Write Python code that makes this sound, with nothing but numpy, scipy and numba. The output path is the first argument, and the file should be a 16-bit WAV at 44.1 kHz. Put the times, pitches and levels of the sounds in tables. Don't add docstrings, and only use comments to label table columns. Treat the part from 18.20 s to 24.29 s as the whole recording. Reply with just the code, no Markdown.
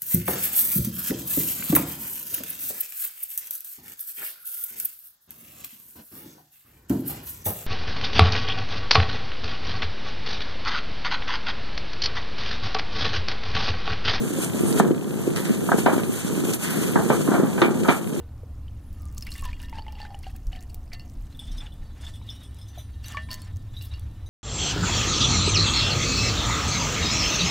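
import sys
import numpy as np
from scipy import signal
from scipy.fft import rfft, irfft
from scipy.io import wavfile
from scipy.ndimage import uniform_filter1d
from numba import njit

SR = 44100
rng = np.random.default_rng(int(sys.argv[2]) if len(sys.argv) > 2 else 0)


def digitize_waveform(pressure):
    field = np.atleast_2d(pressure).T
    bounded = np.clip(field, -1, 1)
    quanta = np.round(bounded * 32767).astype(np.int16)
    wavfile.write(sys.argv[1], SR, quanta)


N = 268569
T = np.arange(N) / SR


def undb(db):
    return 10 ** (np.asarray(db) / 20)


def unit_rms(x):
    return x / np.sqrt(np.mean(x ** 2))


def band(x, lo_hz, hi_hz):
    return signal.sosfilt(signal.butter(2, [lo_hz, min(hi_hz, .45 * SR)], "band", fs=SR, output="sos"), x)


def curve(times, db):
    return undb(np.interp(T, times, db, left=-120, right=-120))


def swells(start, hold, db, rise_s, fall_s):
    age = T - start[:, None]
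    return undb(db) @ np.exp(np.minimum(age, 0) / rise_s - np.maximum(age - hold[:, None], 0) / fall_s)


def coloured(points):
    hz, db = np.transpose(points)
    bins_hz = np.arange(N // 2 + 1) * SR / N + 1e-3
    gain = undb(np.interp(np.log(bins_hz), np.log(hz), db, left=-120, right=-120))
    return unit_rms(irfft(rfft(rng.standard_normal(N)) * gain, N))


def walk(rate):
    step = int(SR / rate)
    held = np.repeat(rng.standard_normal(N // step + 1), step)
    return 1.3 * uniform_filter1d(uniform_filter1d(held, step), step)[:N]


def patter(rate, spread_db):
    return unit_rms(rng.standard_normal(N) * undb(spread_db * walk(rate)))


def clicks(start, db):
    y = np.zeros(N)
    np.add.at(y, (start * SR).astype(int), undb(db))
    return y


def puffs(start, db, fade_s):
    envelope = signal.lfilter([1], [1, -np.exp(-1 / (fade_s * SR))], clicks(start, db))
    return envelope * rng.standard_normal(N)


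@njit
def rings(start, hz, t60, db, glide=0., rise=1.):
    y, each = np.zeros(N), np.ones(len(start))
    hz, t60, size = hz * each, t60 * each, 10 ** (db / 20)
    for k in range(len(start)):
        i, n, phase = int(start[k] * SR), int(t60[k] * SR) + 1, 0.
        for j in range(min(n, N - i)):
            phase += 2 * np.pi * min(hz[k] * (1 + glide * j / n) / SR, .45)
            swell = 1 - np.exp(-phase / (2 * np.pi * rise))
            y[i + j] += size[k] * swell * np.sin(phase) * np.exp(-np.log(1000.) * j / n)
    return y


def grains(rate, lo_hz, hi_hz, cycles, spread_db, glide=0.):
    when, pitch, strength, length = rng.random((int(rate * N / SR), 4)).T
    hz = lo_hz * (hi_hz / lo_hz) ** pitch
    db = np.minimum(-spread_db * np.log(1 - strength), 3 * spread_db)
    t60 = cycles * (0.34 + 1.53 * length) / hz
    return unit_rms(rings(when * (N - 1) / SR, hz, t60, db, glide, rise=0.18))


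@njit
def mode(drive, hz, t60):
    y, z = np.empty(len(drive)), 0j
    for i in range(len(drive)):
        z = z * np.exp(2j * np.pi * hz[i] / SR - np.log(1000.) / (t60 * SR)) + drive[i]
        y[i] = z.imag
    return y


def body(modes, drive, waver, spot_db):
    return sum(mode(drive * undb(db + spot_db * walk(12)), hz * (1 + waver * walk(22)), t60)
               for hz, db, t60 in modes)


# frequency in Hz, relative level in dB.
HUSH_SPECTRUM = [(180, -29), (300, 1), (406, -7.5), (730, -9.5), (1360, -15), (1530, -20.5), (1770, -21.5),
                 (2480, -26), (2890, -25.5), (6140, -30.5), (14700, -29.5), (15700, -34), (16500, -71)]
def hush():
    air = coloured(HUSH_SPECTRUM)
    middle = band(air, 260, 1900)
    return undb(-60) * (middle * undb(0.8 * walk(4.0)) + (air - middle) * undb(0.09 * walk(5.3)))


# frequency in Hz, relative level in dB.
SIDE_SPECTRUM = [(35, -62), (60, -53), (208, -80), (422, 16.5), (854, 13), (1470, 7.5), (6300, 12.5),
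                 (14700, 11), (16500, -20)]
def side_noise():
    return undb(-74.5) * coloured(SIDE_SPECTRUM)


# time in seconds, then buffeting, low flutter, high flutter and roar in dB.
WIND_LEVELS = [(0, -41.5, -43, -46.5, -55), (.35, -43.5, -39.5, -42.5, -53.5),
               (.8, -43, -38.5, -43.5, -50.5), (1.2, -35.5, -38, -47.5, -51.5),
               (1.5, -34.5, -38.5, -49, -49.5), (1.85, -44, -44.5, -49, -55), (2.2, -37.5, -40.5, -46, -52),
               (2.6, -37, -40.5, -49.5, -52.5), (2.9, -42.5, -43, -44.5, -52),
               (3.35, -40, -42.5, -50.5, -50), (3.7, -38, -40.5, -47.5, -54), (4.2, -54, -40.5, -44, -52.5),
               (4.5, -50, -46, -43, -58), (4.75, -48, -37, -42.5, -56), (5.1, -48, -38, -43.5, -50),
               (5.4, -45, -47.5, -36, -51.5), (5.7, -43, -34.5, -40.5, -57.5), (5.95, -45, -39, -40, -48),
               (6.09, -45, -44, -41, -67)]
def wind():
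    buffet = coloured([(12, 0), (20, 5.0), (36, -4), (48, -1)])
    low = coloured([(44, -22.5), (56, -5), (78, -1.5), (92, -20.5)])
    high = coloured([(78, -21.0), (92, 0.5), (118, -3), (140, -24.5)])
    roar = coloured([(130, 5.0), (165, 2.5), (270, -0.5), (340, -14)])
    times, *levels = np.transpose(WIND_LEVELS)
    return sum(curve(times, db) * part for db, part in zip(levels, (buffet, low, high, roar)))


# start in seconds, level in dB, pitch in Hz, ring time in seconds.
HAND_BUMPS = [(2.268, -11, 36.6, 0.14), (2.968, -17.5, 35.3, 0.22), (3.274, -22.5, 34, 0.58),
              (5.333, -16, 91.7, .1)]
def hand_bumps():
    start, db, hz, t60 = np.transpose(HAND_BUMPS)
    return uniform_filter1d(rings(start, hz, t60, db, glide=-0.16, rise=0.41), 220)


# start and hold in seconds, then drive in dB for
# handle, cup wall, mug and dry rustle, then the rustle's brightness in dB, which tilt scales.
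SCRAPES = [(3.112, 0.017, -61, -58, -69, -70.5, 8), (3.192, 0.033, -48, -67, -76, -69, 6),
           (3.255, 0.066, -44, -45.5, -70, -66.5, -8), (3.328, 0.13, -65, -52, -77, -66.5, -30),
           (3.764, 0.0086, -66, -70, -58, -68, -8), (3.812, 0.089, -41.5, -63, -46, -58.5, -16),
           (3.946, 0.021, -40, -77, -63, -71, 16), (4.066, .06, -39, -48, -71, -71, 6),
           (4.152, 0.011, -55, -47, -68, -67, 28), (4.203, 0.043, -48, -52, -71, -73, 18),
           (4.364, 0.066, -51, -57, -66, -73, 4), (4.486, .015, -72, -64, -62, -68.5, 20),
           (4.56, 0.048, -48, -61, -51, -65, 8), (4.848, 0.095, -50, -56, -31, -56.5, -4),
           (4.96, 0.076, -49, -62, -38, -70, -37), (5.117, 0.026, -63, -62, -30, -49.5, 7),
           (5.171, 0.1, -84, -81, -55, -66, -16), (5.54, 0.05, -51.5, -52, -46, -70, -4),
           (5.621, 0.045, -47, -70, -51, -60.5, 38), (5.694, 0.085, -48, -49, -51, -73, -17),
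           (6.067, 0.014, -73, -64, -54, -89, 8)]
GRIP = [(3.1, 3, -63.5, -53.5, -52, -74, -19.5)]
def scraping(part, tilt=0):
    start, hold, *drives, brightness = np.transpose(SCRAPES + GRIP)
    db = drives[("handle", "cup", "mug", "rustle").index(part)]
    return swells(start, hold, db + tilt * brightness, rise_s=0.0097, fall_s=0.011)


def rustle():
    low = unit_rms(band(patter(60, 4.), 600, 2600))
    middle = unit_rms(band(patter(150, 4.), 3000, 9500))
    high = unit_rms(band(band(patter(250, 5.), 9500, 17000), 9000, 17000))
    middle += grains(260, 2800, 9500, cycles=220, spread_db=4.)
    high += grains(400, 9500, 15500, cycles=120, spread_db=4.)
    return (scraping("rustle", tilt=-0.24) * low + scraping("rustle") * middle
            + undb(-9.5) * scraping("rustle", tilt=0.34) * high)


# start in seconds, level in dB, pitch in Hz, ring time in seconds, crack and mug drive in dB.
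TONES_AND_KNOCKS = [(.002, -45.5, 474, 0.17, -60, -89), (.004, -64, 1494, 0.54, -65, -50.5),
                    (.233, -33.5, 467, 0.031, -71, -78), (2.719, -49, 2040, 0.36, -41, -61),
                    (3.22, -45, 806, 0.032, -67, -62), (3.43, -48.5, 852, 0.14, -65, -71),
                    (4.015, -39.5, 980, 0.013, -54, -72), (4.574, -40.5, 615, 0.1, -68, -66),
                    (4.577, -34, 690, 0.038, -67, -71), (4.946, -30, 1127, 0.15, -55, -60),
                    (4.971, -29.5, 1148, 0.051, -24, -33), (4.971, -45, 632, 0.23, -58, -26),
                    (5.088, -45, 1020, 0.47, -42, -39), (5.11, -51.5, 626, 0.34, -60, -75)]
def tones_and_knocks():
    start, db, hz, t60, crack_db, _ = np.transpose(TONES_AND_KNOCKS)
    tone = rings(start, hz, t60, db, rise=0.48)
    crack = rings(start, hz=2300., t60=.025, db=crack_db, rise=0.098)
    tail = band(puffs(start, crack_db - 4, fade_s=0.014), 800, 2600)
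    return tone + crack + tail


def struck_metal(modes, hits, rubbing, upper_from_hz, focus_db_per_octave):
    start, low_db, upper_db, favoured_hz = np.transpose(hits)
    friction = band(undb(-34.5) * rubbing * patter(80, 5.), 1670, 3970)
    contact = band(clicks(start, upper_db - 10), 3000, 15000)
    out = contact + body(modes, friction, waver=0.00544, spot_db=1.8)
    for hz, db, t60 in modes:
        scatter, detune = rng.standard_normal((2, len(start)))
        if hz < upper_from_hz:
            blow_db = low_db + 1.5 * scatter
        else:
            octaves_off = np.minimum(np.abs(np.log2(hz / favoured_hz)), .6)
            blow_db = upper_db - focus_db_per_octave * octaves_off + 3.5 * scatter
        out += rings(start, hz * (1 + 0.0044 * detune), t60, db + blow_db, rise=4.3)
    return out


# pitch in Hz, level in dB, ring time in seconds.
HANDLE_MODES = [(3010, -26.5, 0.68), (3360, -6.5, 0.08), (3423, -15, 0.056), (3524, 3, 0.05),
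                (3820, -45, 0.027), (4120, -28, 0.027), (5176, -1.5, 0.11), (5620, -14, 0.28),
                (6300, -12, 0.06), (7560, -22.5, 0.04), (8050, -12, 0.2), (8350, -24, 0.12),
                (8880, -6.5, 0.29), (9400, -29, 0.033), (10360, -14, 0.052), (11200, -11, 0.073),
                (11380, -8, 0.067), (12200, -19, 0.055), (14100, -10, .08), (14600, -18, .08),
                (15000, -10, 0.055)]
# start in seconds, low and upper mode drive in dB, favoured upper pitch in Hz.
HANDLE_HITS = [(3.1477, -48, -56, 11000), (3.1921, -33, -39, 10100), (3.237, -45, -61, 6500),
               (3.2784, -44, -67, 7670), (3.3159, -47, -44, 6750), (3.3802, -41, -41.5, 5800),
               (3.4047, -37, -62, 6800), (3.462, -40, -63, 5800), (3.5214, -48.5, -61, 8870),
               (3.8092, -69, -52, 9000), (3.8457, -44, -52, 5300), (3.8666, -37.5, -48, 6000),
               (3.9374, -44.5, -48, 8150), (3.9594, -46, -54, 10100), (4.0901, -32.5, -51, 8000),
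               (4.1004, -31, -37.5, 5850), (4.2314, -76, -47.5, 10700), (4.2512, -49, -51.5, 8860),
               (4.3864, -52, -47, 9500), (4.4134, -47.5, -48.5, 5430)]
def wire_handle():
    return struck_metal(HANDLE_MODES, HANDLE_HITS, scraping("handle"),
                        upper_from_hz=4500, focus_db_per_octave=17.3)


# pitch in Hz, level in dB, ring time in seconds.
CUP_MODES = [(3910, -15, 0.06), (3760, -4.5, 0.083), (3940, -12, 0.27), (6030, -9, 0.23), (6590, -19, 0.12),
             (9200, -8, 0.51), (9400, -2.5, 0.3), (9940, -16, 0.16), (12500, 4.5, 0.16), (12900, -10, 0.14)]
# start in seconds, low and upper mode drive in dB, favoured upper pitch in Hz.
CUP_TAPS = [(4.4818, -53, -45.5, 6000), (4.5812, -41, -34.5, 6670), (4.8564, -38.5, -36.5, 6240),
            (5.03, -51, -51, 7750), (5.5334, -56, -67.5, 11300), (5.5664, -31.5, -57, 12000),
            (5.7134, -41, -68, 9100), (6.0616, -43.5, -40.5, 6960)]
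def cup_wall():
    return struck_metal(CUP_MODES, CUP_TAPS, scraping("cup"), upper_from_hz=5000, focus_db_per_octave=38.)


# pitch in Hz, level in dB, ring time in seconds.
MUG_MODES = [(1790, -12.5, 0.2), (1816, -37, 0.1), (1993, -20, 0.13), (2260, -55, 0.037),
             (2600, -43, 0.024), (2770, -11, 0.11), (2868, -14.5, 0.16), (3260, -24, 0.4),
             (4460, 2.5, 0.089), (4520, -9.5, 0.22), (5230, -1.5, 0.055), (5240, -23, 0.063),
             (6200, -27, 0.044), (7200, -18, 0.031), (9000, -28, 0.027), (10700, -27, 0.019)]
# start in seconds, drive in dB, favoured pitch in Hz.
RIM_CLINKS = [(4.8435, -30, 3500), (4.884, -35, 3020), (5.1061, -25.5, 3400), (5.1143, -32, 5050),
              (5.1402, -39, 4900), (5.219, -49, 5100), (5.6112, -34.5, 3070), (5.7382, -34.5, 3380)]
def mug_wall():
    plop_hits = [(start, db, hz) for start, *_, db, hz in PLOPS]
    start, db, favoured_hz = np.vstack([plop_hits, RIM_CLINKS]).T
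    knock_start, *_, knock_drive_db = np.transpose(TONES_AND_KNOCKS)
    knocked = clicks(knock_start, knock_drive_db)
    jolts = patter(70, 4.)
    poured, rubbed = flow("gurgle") * jolts, scraping("mug") * jolts
    # lowest, centre and highest pitch in Hz, then stream, rubbing and knock gain in dB.
    groups = [(0, 1900, 2200, -23.5, -36, 0.5), (2200, 2800, 3700, -24, -41.5, -6.0),
              (3700, 5700, 16000, -48, -52, -29)]
    out, focus_db_per_octave = 0, 19.5
    for lo_hz, centre_hz, hi_hz, stream_db, rub_db, knock_db in groups:
        struck = clicks(start, db - focus_db_per_octave * np.abs(np.log2(centre_hz / favoured_hz)))
        drive = undb(stream_db) * poured + undb(rub_db) * rubbed + undb(knock_db) * knocked + struck
        modes = [row for row in MUG_MODES if lo_hz <= row[0] < hi_hz]
        out += body(modes, drive, waver=.005, spot_db=2.8)
    return out


# time in seconds, pitch in Hz, stream drive in dB.
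FILL_TONE = [(.7, 1280, -103), (.85, 1197, -78.5), (1.04, 1186, -92), (1.22, 1130, -72), (1.27, 990, -69),
             (1.5, 972, -100), (1.54, 886, -108), (1.83, 845, -72.5), (2.08, 761, -79), (2.24, 750, -85),
             (2.38, 730, -83.5), (2.76, 720, -93), (3.1, 690, -88)]
def mug_filling():
    times, hz, stream_db = np.transpose(FILL_TONE)
    plop_start, _, _, plop_db, *_ = np.transpose(PLOPS)
    drive = curve(times, stream_db) * patter(55, 6.6) + clicks(plop_start, plop_db)
    slosh = 1 + 0.0087 * walk(29.93)
    return mode(drive, np.interp(T, times, hz) * slosh, t60=0.086)


# start in seconds, level in dB, pitch in Hz.
TICKS = [(.7297, -43, 14600), (.82, -40, 14900), (.8547, -39, 8750), (.9258, -42, 14900),
         (.9483, -42, 10400), (.981, -23, 6700), (1.0095, -33, 6100), (1.024, -28, 5670),
         (1.0508, -40, 11700), (1.068, -30, 5160), (1.1176, -32, 8870), (1.1273, -33, 8160),
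         (1.1394, -30, 5200), (1.1644, -42, 5260), (1.1807, -32, 9700), (1.2114, -35, 8550),
         (1.2222, -35, 10300), (1.2394, -41, 8490), (1.254, -29.5, 7900), (1.4188, -40, 8000),
         (1.429, -34, 5200), (1.4966, -36, 5470), (1.7234, -35.5, 5500), (1.8019, -41, 5740),
         (1.9907, -38, 8900), (2.0303, -38, 5450), (2.164, -34.5, 12900), (2.2697, -36, 5950),
         (2.3635, -43, 5200), (2.408, -39.5, 6400), (2.4265, -38, 7100), (2.5452, -28, 14200),
         (2.7347, -29.5, 5900), (2.7963, -41, 4930), (2.8984, -43, 6070), (3.0121, -49, 13500),
         (3.1727, -45, 13000), (3.54, -47, 13500), (4.0662, -47, 5200), (4.346, -43, 9070),
         (4.8405, -38, 5900), (4.8835, -27.5, 7750), (4.9228, -33, 7850), (5.1138, -23, 5150),
         (5.1314, -23, 5290), (5.1424, -23.5, 6800), (5.219, -33, 9200), (5.3613, -41, 6500),
         (5.3693, -38, 6500), (5.6246, -32, 13700), (5.796, -38, 9800)]
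def ticks():
    start, db, hz = np.transpose(TICKS)
    main = rings(start, hz, t60=0.0034, db=db, glide=0.052)
    upper = rings(start, 1.18 * hz, t60=.002, db=db - 1)
    fizz = puffs(start, db - 20, fade_s=0.0072)
    return main + upper + band(clicks(start, db + 7) + fizz, 4100, 21000)


# start in seconds, bubble level in dB,
# bubble pitch in Hz, drive to the mug's lowest and upper modes in dB, favoured upper pitch in Hz.
PLOPS = [(.4813, -43, 2980, -71, -65, 2900), (.9704, -65, 4300, -50, -45, 3980),
         (1.0246, -31.5, 5120, -60, -39.5, 4200), (1.0695, -29.5, 2100, -66, -37, 2400),
         (1.0899, -49, 2670, -72, -33, 2800), (1.1189, -31.5, 4110, -65, -34, 4200),
         (1.1543, -35, 2020, -53, -31.5, 2000), (1.1831, -52, 2750, -65, -33, 2700),
         (1.2254, -46, 1740, -35, -37, 2190), (1.2544, -42, 2720, -32.5, -29, 2280),
         (1.3309, -31.5, 2400, -56, -36.5, 2800), (1.3663, -45, 2780, -65, -58, 4400),
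         (1.4012, -39.5, 2880, -53, -42, 2800), (1.4344, -55.5, 1770, -52, -33, 2090),
         (1.4855, -47, 2850, -53, -43, 2920), (1.5279, -37.5, 2020, -33.5, -50, 1900),
         (1.5524, -45, 2570, -40, -57, 2100), (1.5713, -51, 2940, -38, -63, 2300),
         (1.5848, -34.5, 2870, -32.5, -41, 3800), (1.5934, -37, 3020, -31, -60, 4500),
         (1.6217, -40.5, 4500, -45, -66, 2900), (1.6656, -39, 2060, -38.5, -46, 1900),
         (1.6816, -35, 2950, -37, -37, 2300), (1.7274, -45, 2860, -43, -52, 4000),
         (1.7534, -44, 2820, -56, -41.5, 2980), (1.7724, -49, 2880, -42.5, -60, 3000),
         (1.8018, -39, 2770, -36, -52, 3000), (1.8163, -33, 4460, -68, -46, 2300),
         (1.8294, -40, 4500, -37.5, -59, 2100), (1.8507, -32.5, 1520, -42, -36, 2080),
         (1.9046, -53, 1550, -41, -45, 3480), (1.945, -35.5, 2900, -35.5, -49, 2800),
         (2.0338, -41, 2090, -61, -39, 3260), (2.0426, -37, 2800, -62, -62, 4600),
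         (2.0672, -42, 2880, -34, -42, 2800), (2.3301, -34, 2900, -42, -43, 3500),
         (2.36, -38, 3060, -55, -56, 4600), (2.3905, -47, 3820, -54, -55, 4500),
         (2.4992, -46, 4550, -59, -48, 3600), (2.5446, -47, 4660, -67, -50, 3900),
         (2.7317, -33, 4630, -46.5, -37, 4280), (2.7965, -42, 4500, -58, -34.5, 3370),
         (3.4674, -36.5, 2920, -66, -47, 2900)]
def plops():
    start, db, hz, wall_db, *_ = np.transpose(PLOPS)
    bubbles = rings(start, hz, t60=0.02, db=db, glide=0.1)
    impacts = band(clicks(start, db - 0.6), 1700, 8000)
    splats = band(puffs(start, np.maximum(db, wall_db) - 9, fade_s=0.0026), 1400, 3750)
    return bubbles + impacts + splats


# start in seconds, hold in seconds, level in dB.
LIP_FIZZ = [(.64, .2, -72.5)]
def lip_fizz():
    hiss = unit_rms(band(patter(32, 2.2), 10600, 11000))
    return swells(*np.transpose(LIP_FIZZ), rise_s=.03, fall_s=.02) * hiss


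# time in seconds, gurgle in dB, spray in dB.
STREAM_THREAD = [(0, -72, -101), (.17, -79, -78), (.5, -75, -79), (.97, -72.5, -65.5), (1.3, -68, -67.5),
                 (1.7, -65, -77.5), (2.2, -74, -70.5), (2.7, -76, -73), (3.08, -69.5, -69.5)]
# start in seconds, hold in seconds, gurgle in dB, spray in dB.
STREAM_SURGES = [(.978, .005, -73, -53), (1.02, 0.017, -62.5, -60), (1.065, 0.016, -49, -69),
                 (1.105, 0.031, -58, -55.5), (1.149, 0.053, -54.5, -56.5), (1.242, 0.017, -48, -50),
                 (1.278, 0.038, -53.5, -90), (1.398, 0.056, -58, -60), (1.536, 0.058, -56.5, -72),
                 (1.786, 0.081, -55.5, -82), (1.934, 0.026, -76, -72), (2.034, 0.073, -59.5, -69.5),
                 (2.155, 0.0088, -61, -73), (2.319, 0.061, -59, -71), (2.417, 0.021, -65.5, -63),
                 (2.497, 0.0053, -70, -62), (2.545, 0.0055, -83, -69), (2.73, 0.02, -49, -80),
                 (2.83, 0.025, -77, -89)]
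def flow(part):
    column = ("gurgle", "spray").index(part)
    times, *thread_db = np.transpose(STREAM_THREAD)
    start, hold, *surge_db = np.transpose(STREAM_SURGES)
    surges = swells(start, hold, surge_db[column], rise_s=0.0036, fall_s=0.0047)
    return curve(times, thread_db[column]) + surges


def stream():
    bubbles = grains(320, 1595, 5000, cycles=46, spread_db=3., glide=0.045)
    splash = undb(-3.6) * unit_rms(band(patter(69, 1.4), 860, 4300))
    droplets = grains(220, 4800, 15500, cycles=26, spread_db=3., glide=.05)
    mist = undb(-4.0) * grains(3000, 5000, 15500, cycles=5, spread_db=2.)
    return flow("gurgle") * (bubbles + splash) + flow("spray") * (droplets + mist)


def scene():
    liquid = stream() + lip_fizz() + plops() + ticks()
    near = liquid + mug_filling() + mug_wall() + tones_and_knocks() + wire_handle() + cup_wall() + rustle()
    mid = near + wind() + hand_bumps() + hush()
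    spread = undb(-31.5) * band(np.roll(mid, 37) - np.roll(mid, 90), 340, 16000)
    near_spread = undb(-23.0) * band(np.roll(near, 11) - np.roll(near, 26), 6600, 16000)
    side = spread + near_spread + side_noise()
    return np.array([mid + side, mid - side])


def record(dry):
    return signal.sosfilt(signal.ellip(8, .2, 70, 15700, fs=SR, output="sos"), dry)


dry = scene()
out = record(dry)
digitize_waveform(out)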